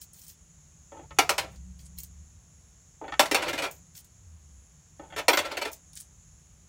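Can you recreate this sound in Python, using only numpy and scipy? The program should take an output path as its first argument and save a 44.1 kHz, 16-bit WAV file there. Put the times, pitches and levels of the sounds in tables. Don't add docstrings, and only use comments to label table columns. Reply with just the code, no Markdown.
import sys
import numpy as np
from scipy import signal
from scipy.fft import rfft, irfft
from scipy.io import wavfile
from scipy.ndimage import uniform_filter1d

SR = 44100
rng = np.random.default_rng(int(sys.argv[2]) if len(sys.argv) > 2 else 0)


def generate_wav(sig):
    pcm = np.round(np.clip(np.atleast_2d(sig).T, -1, 1) * 32767).astype(np.int16)
    wavfile.write(sys.argv[1], SR, pcm)


def decibels_to_gain(level_db):
    exponent = np.asarray(level_db, float) / 20
    return 10 ** exponent


N = 294588

# start in seconds, peak level in dB, bass in dB relative to the mid range.
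LANDINGS = [(1.1859, -13, -4.5), (1.2918, -17, -8), (1.3801, -22, -9.5), (3.1936, -11.5, -2.5),
            (3.2291, -29.5, -4.5), (3.256, -31, -20.5), (3.3122, -22, 0), (3.3448, -18, -5.5),
            (5.2816, -13, -3), (5.3725, -19, -4.5), (5.3888, -23.5, -6)]


def level(x, db):
    return x * decibels_to_gain(db) / np.sqrt(np.mean(x ** 2))


def colour(x, table):
    table = np.array(table, float)
    hz = np.arange(len(x) // 2 + 1) * SR / len(x) + 1
    gain_db = np.interp(np.log(hz), np.log(table[:, 0]), table[:, 1])
    return irfft(rfft(x) * decibels_to_gain(gain_db), len(x))


def band(x, lo_hz, hi_hz, order=2):
    edges = [lo_hz, min(hi_hz, 0.45 * SR)]
    return signal.sosfilt(signal.butter(order, edges, "band", fs=SR, output="sos"), x)


def walk(rate, size=N):
    k = int(SR / rate)
    held = np.repeat(rng.standard_normal(size // 256 + 2)[:size // k + 1], k)
    return 1.7 * uniform_filter1d(uniform_filter1d(held, k), k)[:size]


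def along(rows, t=np.arange(N) / SR):
    s, *columns = np.transpose(rows)
    return [np.interp(t, s, c) for c in columns]


def fader(rows, t):
    start, end = rows[0][0], rows[-1][0]
    return np.clip(np.minimum(t - start, end - t) / (0.18 * (end - start)), 0, 1)


def tone(hz, rows, db):
    sine = np.sin(2 * np.pi * np.cumsum(hz + np.zeros(N)) / SR)
    return np.sqrt(2) * fader(rows, np.arange(N) / SR) * decibels_to_gain(db) * sine


def grit(shape, grain_db):
    return rng.standard_normal(shape) * decibels_to_gain(grain_db * rng.exponential(size=shape))


def body(count, modes_hz, modes, wash, wash_db, tail_db, tail_s):
    t = np.arange(8192) / SR
    db, t60 = np.transpose(modes)[:, :, None]
    size = decibels_to_gain(2 * rng.standard_normal((count, len(modes))))
    phase = 2 * np.pi * rng.random((count, len(modes)))
    ring = decibels_to_gain(db - 60 * t / np.minimum(t60, 0.14))
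    turn = 2 * np.pi * np.array(modes_hz)[:, None] * t
    out = size * np.cos(phase) @ (ring * np.sin(turn))
    out += size * np.sin(phase) @ (ring * np.cos(turn))
    points = np.array(wash, float)
    for f in np.geomspace(points[0, 0], points[-1, 0], num=14):
        f_db, f_t60 = (np.interp(np.log(f), np.log(points[:, 0]), points[:, k]) for k in (1, 2))
        room = decibels_to_gain(tail_db - 60 * t / tail_s * (0.78 + f / 30000))
        fade = decibels_to_gain(-60 * t / f_t60) + room
        out += decibels_to_gain(wash_db + f_db) * fade * band(rng.standard_normal(out.shape), f / 1.2, f * 1.2)
    return out


def events(s, peak_db, low_db, high_db, length, delay):
    return np.transpose(np.broadcast_arrays(s, peak_db, low_db, high_db, length, delay))


def contacts(rows, edges_hz, grain_db, blow_db, **build):
    s, peak_db, low_db, high_db, length, delay = np.transpose(rows)[:, :, None]
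    t = np.arange(3072) / SR
    swell = np.exp(-((t - delay) / np.maximum(length, 1e-4)) ** 2)
    taps = grit((len(s), len(t)), grain_db) * swell
    taps /= np.sqrt(np.sum(taps ** 2, axis=1, keepdims=True))
    taps[:, 0] += decibels_to_gain(blow_db)
    sound = signal.fftconvolve(taps, body(len(s), **build), axes=1)
    mixed = 0
    for lo, hi, share_db in zip(edges_hz, edges_hz[1:], (low_db, 0, high_db)):
        part = band(sound, lo, hi, order=3)
        top = np.sqrt(uniform_filter1d(part ** 2, size=180).max(axis=1, keepdims=True))
        mixed = mixed + decibels_to_gain(peak_db + share_db) * part / top
    out = np.zeros(N + sound.shape[1])
    starts = ((s[:, 0] + 0.00056) * SR).astype(int)
    for start, hit in zip(starts, mixed):
        out[start:start + len(hit)] += hit
    return out[:N]


def drag(curves, edges_hz, grain_db, flutter, **build):
    out, spots, size = np.zeros(N), body(count=3, **build), 24576
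    for rows in curves:
        sound = 0
        for spot in spots:
            rub = grit(size, grain_db) * decibels_to_gain(3.3 * walk(flutter, size))
            sound = sound + signal.fftconvolve(rub, spot)[:size]
        low, mid, high = (level(band(sound, lo, hi, order=3)[size // 6:], 0)
                          for lo, hi in zip(edges_hz, edges_hz[1:]))
        start = int(rows[0][0] * SR)
        t = (start + np.arange(len(mid))) / SR
        mid_db, low_db, high_db = along(rows, t)
        mixed = decibels_to_gain(low_db) * low + mid + decibels_to_gain(high_db) * high
        out[start:start + len(t)] += fader(rows, t) * decibels_to_gain(mid_db) * mixed
    return out


def night_air():
    # pitch in Hz, density in dB per Hz.
    air_colour = [(25, -37.5), (55, -14), (200, -2), (280, -5.5), (420, -9), (820, -9.5), (4900, -16.5),
                  (8900, -25), (12000, -25.5), (15700, -26), (16500, -38)]
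    return level(colour(rng.standard_normal(N), air_colour), -68.5)


def traffic():
    # time in seconds, level in dB.
    rumble = [(0.0, -60.5), (.95, -59), (1.2, -51.5), (1.9, -54.5), (2.35, -57), (2.85, -60.5),
              (3.4, -53.5), (4.0, -60), (4.7, -61), (5.17, -56), (5.8, -60), (6.68, -58.5)]
    # start in seconds, length in seconds, first pitch in Hz, last pitch in Hz, peak level in dB.
    lorries = [
        (1.3, 1.07, 64, 76, -48),
        (4.05, 0.765, 140, 52, -51.5),
        (1.4, 0.82, 210, 184, -55.5),
    ]
    deep_db, = along(rumble)
    hum_db = -67 + 1.2 * (deep_db - deep_db.min())
    deep = decibels_to_gain(deep_db + 0.29 * walk(3.6)) * level(band(rng.standard_normal(N), 44, 92), 0)
    hum = decibels_to_gain(hum_db + 0.88 * walk(2.4)) * level(band(rng.standard_normal(N), 140, 175), 0)
    notes = 0
    for s, length, first_hz, last_hz, db in lorries:
        middle_hz = 0.4 * first_hz + 0.52 * last_hz
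        rows = [(s, first_hz, db - 12), (s + 0.3 * length, middle_hz, db), (s + length, last_hz, db - 7)]
        hz, note_db = along(rows)
        notes = notes + tone(hz * (1 + 0.01268 * walk(7.5)), rows, note_db + 2.3 * walk(21))
    return decibels_to_gain(1.06) * (deep + hum) + notes


def insects():
    # pitch in Hz, width in Hz, level in dB.
    crowds = [(6790, 930, -62.5), (10130, 1000, -76.5), (8030, 540, -81)]
    # pitch in Hz, pulses a second, level in dB.
    crickets = [(5550, 71, -78), (5960, 60, -82)]
    t = np.arange(N) / SR
    out = 0
    for hz, width, db in crowds:
        hiss = band(rng.standard_normal(N), hz - width / 2, hz + width / 2)
        out = out + decibels_to_gain(1.0 * walk(8.1)) * level(hiss, db)
    for hz, rate, db in crickets:
        strength = decibels_to_gain(1.5 * walk(12))
        pulses = np.sin(np.pi * np.cumsum(rate * (1 + 0.08 * walk(8))) / SR)
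        out = out + strength * level(np.sin(2 * np.pi * hz * t) * pulses, db)
    return out


def palm():
    # start in seconds, peak level in dB, dull part in dB relative to the bright.
    shifts = [(0.0164, -50, -15), (0.0235, -53, -10.5), (0.1325, -44, -26), (0.2163, -46, -3),
              (.2643, -52, -17), (0.2802, -39.5, -20), (0.2982, -46, -1), (1.5584, -55.5, 3),
              (1.7909, -57, 7), (1.8551, -50, -15), (1.8657, -58, -10), (1.9774, -51, 5),
              (1.9859, -34.5, -7.5), (2.0021, -38, -24), (2.0348, -51, -11), (2.0454, -48, -13.5),
              (3.7115, -40, -21), (3.7648, -60.5, -2), (3.9505, -45.5, -0.5), (3.9759, -43, -4),
              (4.0441, -48, -10), (5.716, -41, -23), (5.7305, -36, -7.5), (5.9315, -42.5, -6.5),
              (5.9534, -43, -12.5), (5.9644, -42.5, 1), (5.9716, -37, -2), (6.0015, -37, -11),
              (6.008, -47, -25), (6.0164, -44, -13)]
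    # peak time in seconds, rise in seconds,
    # fall in seconds, level in dB, top ring of the handful in dB relative to the bright part.
    rustle = [(0.018, .03, 0.055, -43.5, -2), (.14, .012, 0.061, -55, -3), (0.196, 0.066, 0.042, -45, 0),
              (.225, 0.01, 0.1, -49, -3), (0.268, .01, .03, -48, -3), (.295, 0.042, 0.067, -46, 0),
              (1.518, .06, .08, -61, -4), (1.8, 0.032, 0.098, -54.5, -8), (1.865, 0.043, .035, -53.5, -21),
              (2.0, .04, 0.04, -48.5, 3.5), (2.038, 0.022, 0.053, -46.5, -2), (3.712, 0.013, 0.1, -51, 2),
              (3.978, .05, 0.061, -44, -3.5), (5.732, 0.027, 0.048, -45, 1), (5.975, .03, .06, -40, -8.5),
              (6.012, 0.038, .05, -54, -6)]
    coins_hz = [1850, 2730, 4600, 5340, 6200, 8400, 9200, 9650, 11300, 13300, 14300, 14460, 14700, 14920,
                15150, 15380, 15650]
    # level in dB, 60 dB decay in seconds.
    coins = [(-9.5, .02), (-16, .02), (-1, .02), (9, 0.039), (-21, 0.022), (4, 0.026), (14.5, 0.011),
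             (17, .025), (-21, .02), (-6, .02), (-3, .08), (-3, 0.09), (-24, 0.031), (-1, 0.059),
             (-8, 0.036), (-19, .05), (-5.5, 0.037)]
    # pitch in Hz, density in dB per Hz, 60 dB decay in seconds.
    skin = [(940, 2, 0.028), (2450, 3, 0.03), (5300, 12, 0.016), (9030, 20.5, 0.0072), (12300, -24, 0.0092),
            (13500, -6, .016), (15100, -10, .05)]
    hand = dict(modes_hz=coins_hz, modes=coins, wash=skin, wash_db=3.5, tail_db=-8, tail_s=0.17)
    edges_hz = (1500, 6500, 12500, 19000)
    s, db, dull_db = np.transpose(shifts)
    stroke_s, *_, top_db = np.transpose(rustle)
    tick_top_db = np.interp(s, stroke_s, top_db) - 5
    ticks = events(s, db, dull_db, tick_top_db, 0.0015, 0.0003)
    range_db, stroke_dull_db = 27, -7
    strokes = []
    for s, rise, fall, db, top in rustle:
        strokes.append([(max(s + ds, 0), db - range_db * (ds != 0), stroke_dull_db, top)
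                        for ds in (-rise, 0, fall)])
    ticking = decibels_to_gain(-4.0) * contacts(ticks, edges_hz, 8.4, -0.23, **hand)
    return ticking + decibels_to_gain(-1.5) * drag(strokes, edges_hz, 3.4, 86.1, **hand)


def snaps():
    # start in seconds, peak level in dB, pitch in Hz.
    edge_snaps = [(0.0182, -28, 15300), (0.1331, -37, 14600), (0.2174, -35, 14500), (0.2809, -33, 14500),
                  (1.986, -17, 14300), (2.0346, -18.5, 14460), (3.7121, -24, 14900), (3.9769, -35, 14460),
                  (5.9544, -28, 9050), (6.002, -23, 9450), (6.0097, -20.5, 9450)]
    out, t = np.zeros(N), np.arange(256) / SR
    cracks = rng.standard_normal((len(edge_snaps), len(t)))
    for (s, peak_db, hz), crack in zip(edge_snaps, cracks):
        click = np.exp(-t / 0.00025) * np.sin(2 * np.pi * hz * t)
        click += 0.27 * np.exp(-t / 0.00088) * np.gradient(crack)
        out[int(s * SR):int(s * SR) + len(t)] += decibels_to_gain(peak_db - 3.0) * click
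    return band(out, 6000, 18000)


def slot():
    # start in seconds, peak level in dB,
    # softness as bass in dB relative to the mid range, chatter length in seconds.
    slot_touches = [(0.919, -53, 11, 0.013), (0.949, -69, 20, 0.0082), (0.992, -56, 12, .013),
                    (1.107, -45.5, -1.5, 0.013), (1.166, -58, -5.5, .008), (3.0134, -54.5, 18.5, .017),
                    (3.04, -46.5, 6.5, 0.013), (3.08, -40, -1, 0.016), (3.1213, -30.5, -9, 0.014),
                    (4.994, -50, 11.5, 0.0047), (5.046, -64, 2, 0.012), (5.101, -51.5, -7, 0.007),
                    (5.123, -44.5, 0.5, 0.02)]
    # start in seconds, length in seconds, level at start in dB, level at end in dB.
    slides = [
        (0.919, .15, -55, -60),
        (3.017, 0.1, -63.5, -48),
        (4.999, 0.165, -50, -74),
    ]
    lid_hz = [312, 560, 790, 885, 1290, 1500, 1810, 1990, 2240, 2830, 3280, 3470, 4470]
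    # level in dB, 60 dB decay in seconds.
    lid_ring = [(2.5, .09), (5, .05), (4.5, .04), (4, 0.066), (-5, 0.079), (-11.5, 0.12), (-6, 0.061),
                (-11, 0.0704), (-12, .08), (-12.5, .07), (-13.5, 0.076), (-13.5, 0.053), (-20, 0.044)]
    # pitch in Hz, density in dB per Hz, 60 dB decay in seconds.
    lid_wash = [(236, -20.5, 0.071), (307, 1.5, 0.065), (557, -2.5, 0.24), (850, -1, 0.048),
                (1149, -17.5, 0.052), (1300, -7, 0.056), (1600, -18.5, 0.069), (2140, -8, .06),
                (3100, -15, .05), (3900, -30.5, 0.02), (6005, -29.5, .04)]
    lid = dict(modes_hz=lid_hz, modes=lid_ring, wash=lid_wash, wash_db=12.5, tail_db=-20, tail_s=0.35)
    edges_hz = (240, 1100, 5000, 19000)
    s, db, soft_db, length = np.transpose(slot_touches)
    treble_db = np.maximum(-25 - soft_db, -29.5)
    touches = events(s, db, soft_db, treble_db, length, 0.1 * length)
    shares_db = 10.5, -30
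    pushes = [[(s, db, *shares_db), (s + length, end_db, *shares_db)] for s, length, db, end_db in slides]
    chatter = contacts(touches, edges_hz, 4.0, -2, **lid)
    return chatter + decibels_to_gain(-0.5) * drag(pushes, edges_hz, 4.2, 43.9, **lid)


def walls():
    walls_hz = [295, 340, 405, 463, 545, 587, 670, 795, 870, 958, 1018, 1265, 1357, 1491, 1809, 2025, 2110,
                2207, 2340, 2428, 2830, 3035, 3270, 3456, 3620, 3880, 4185, 4340, 4456, 5500]
    # level in dB, 60 dB decay in seconds.
    walls_ring = [(2, 0.27), (-18.5, 0.061), (-9.5, 0.13), (2, 0.064), (5.5, 0.36), (8.5, 0.42),
                  (-11.5, 0.058), (3, 0.092), (-4, 0.27), (-5, 0.23), (-10.5, 0.22), (-11, 0.3), (-4, 0.12),
                  (-10, 0.21), (-9, 0.086), (-11, 0.16), (-11, 0.3), (-8.5, 0.099), (-8, 0.24), (-9, 0.15),
                  (-17, 0.062), (-7, 0.075), (-18.5, 0.16), (-10, .12), (-17.5, 0.14), (-12, 0.049),
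                  (-11.5, 0.07), (-21.5, 0.09), (-11.5, .09), (-22, 0.11)]
    # pitch in Hz, density in dB per Hz, 60 dB decay in seconds.
    walls_wash = [(142.3, -21.5, 0.23), (285.2, 12.5, 0.059), (650, 9, 0.22), (1016, -12.5, 0.12),
                  (2280, -3.5, 0.12), (4160, -12.5, 0.1), (6660, -14.5, 0.073), (10300, -23, 0.086),
                  (14800, -29, 0.11)]
    return dict(modes_hz=walls_hz, modes=walls_ring, wash=walls_wash, wash_db=15.5, tail_db=-23.5, tail_s=0.31)


def landings():
    treble_db, chatter_s, swell_s = -5.5, 0.0055, 0.00045
    blows = events(*np.transpose(LANDINGS), treble_db, chatter_s, swell_s)
    return contacts(blows, (225, 1000, 5000, 19000), 4.0, 3, **walls())


def thuds():
    out, t = np.zeros(N), np.arange(2048) / SR
    push = np.exp(-t / 0.016) * np.sin(2 * np.pi * 148 * t)
    for s, db, _ in LANDINGS:
        out[int(s * SR):int(s * SR) + len(t)] += decibels_to_gain(db - 28.5) * push
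    return out


def rolling():
    # start in seconds, peak level in dB, chatter length in seconds.
    wobbles = [(3.4209, -28.5, 0.018), (3.481, -28, 0.013), (3.5294, -29, 0.025), (3.5774, -27, 0.018),
               (3.6193, -27.5, 0.015), (3.6401, -32, 0.0094), (3.661, -38, 0.006), (5.1619, -30.5, 0.021),
               (5.1832, -30.5, 0.007), (5.331, -20.5, .009), (5.45, -33, 0.012), (5.5124, -33.5, 0.0067),
               (5.569, -27.5, 0.0072), (5.6135, -27, 0.013), (5.6494, -29, 0.0067), (5.668, -38, 0.01085)]
    # start in seconds, time it keeps rolling in seconds,
    # level at start in dB, level as it falls flat in dB.
    trundles = [
        (1.4, 0.036, -42, -47),
        (3.33, 0.14, -35.5, -38.5),
        (5.389, .19, -40.5, -44.5),
    ]
    s, db, length = np.transpose(wobbles)
    knocks = events(s, db, -3.5, -10, length, 0.46 * length)
    settle_s, settle_db = 0.16, -29
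    shares_db = 0, -18
    runs = []
    for s, length, db, end_db in trundles:
        flat_s = s + length
        runs.append([(s, db, *shares_db), (flat_s, end_db, *shares_db),
                     (flat_s + settle_s, end_db + settle_db, *shares_db)])
    knocking = contacts(knocks, (265, 1000, 5000, 19000), 5.1, -5.5, **walls())
    return knocking + drag(runs, (270, 1000, 5000, 19000), 3.35, 50, **walls())


def singing_coin():
    # pitch in Hz, level in dB.
    sing_pair = [(14303, -35), (14460, -35)]
    rise_s, hold_s, fall_s = 0.045, 0.045, 0.03
    s = 5.285 + np.cumsum([0, rise_s, hold_s, fall_s])
    sing = np.transpose([s, -38.5 + np.array([-11.5, 0, -3, -18])])
    sing_db = along(sing)[0] - 3.5
    return sum(tone(hz, sing, sing_db + db - sing_pair[0][1]) for hz, db in sing_pair)


def scene():
    window = night_air() + traffic() + insects()
    hand = palm() + snaps() + singing_coin()
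    box = slot() + landings() + thuds() + rolling()
    return (window + hand + box)[None]


def band_limit(x):
    return signal.sosfilt(signal.butter(12, 16880, fs=SR, output="sos"), x)


def record(dry):
    rounded = np.tanh(0.62 * dry) / 0.62
    no_bass = signal.sosfilt(signal.butter(2, 45, "high", fs=SR, output="sos"), rounded)
    mix = signal.sosfilt(signal.ellip(6, 0.3, 26, 15900, fs=SR, output="sos"), no_bass)
    return band_limit(mix)


dry = scene()
out = record(dry)
generate_wav(out)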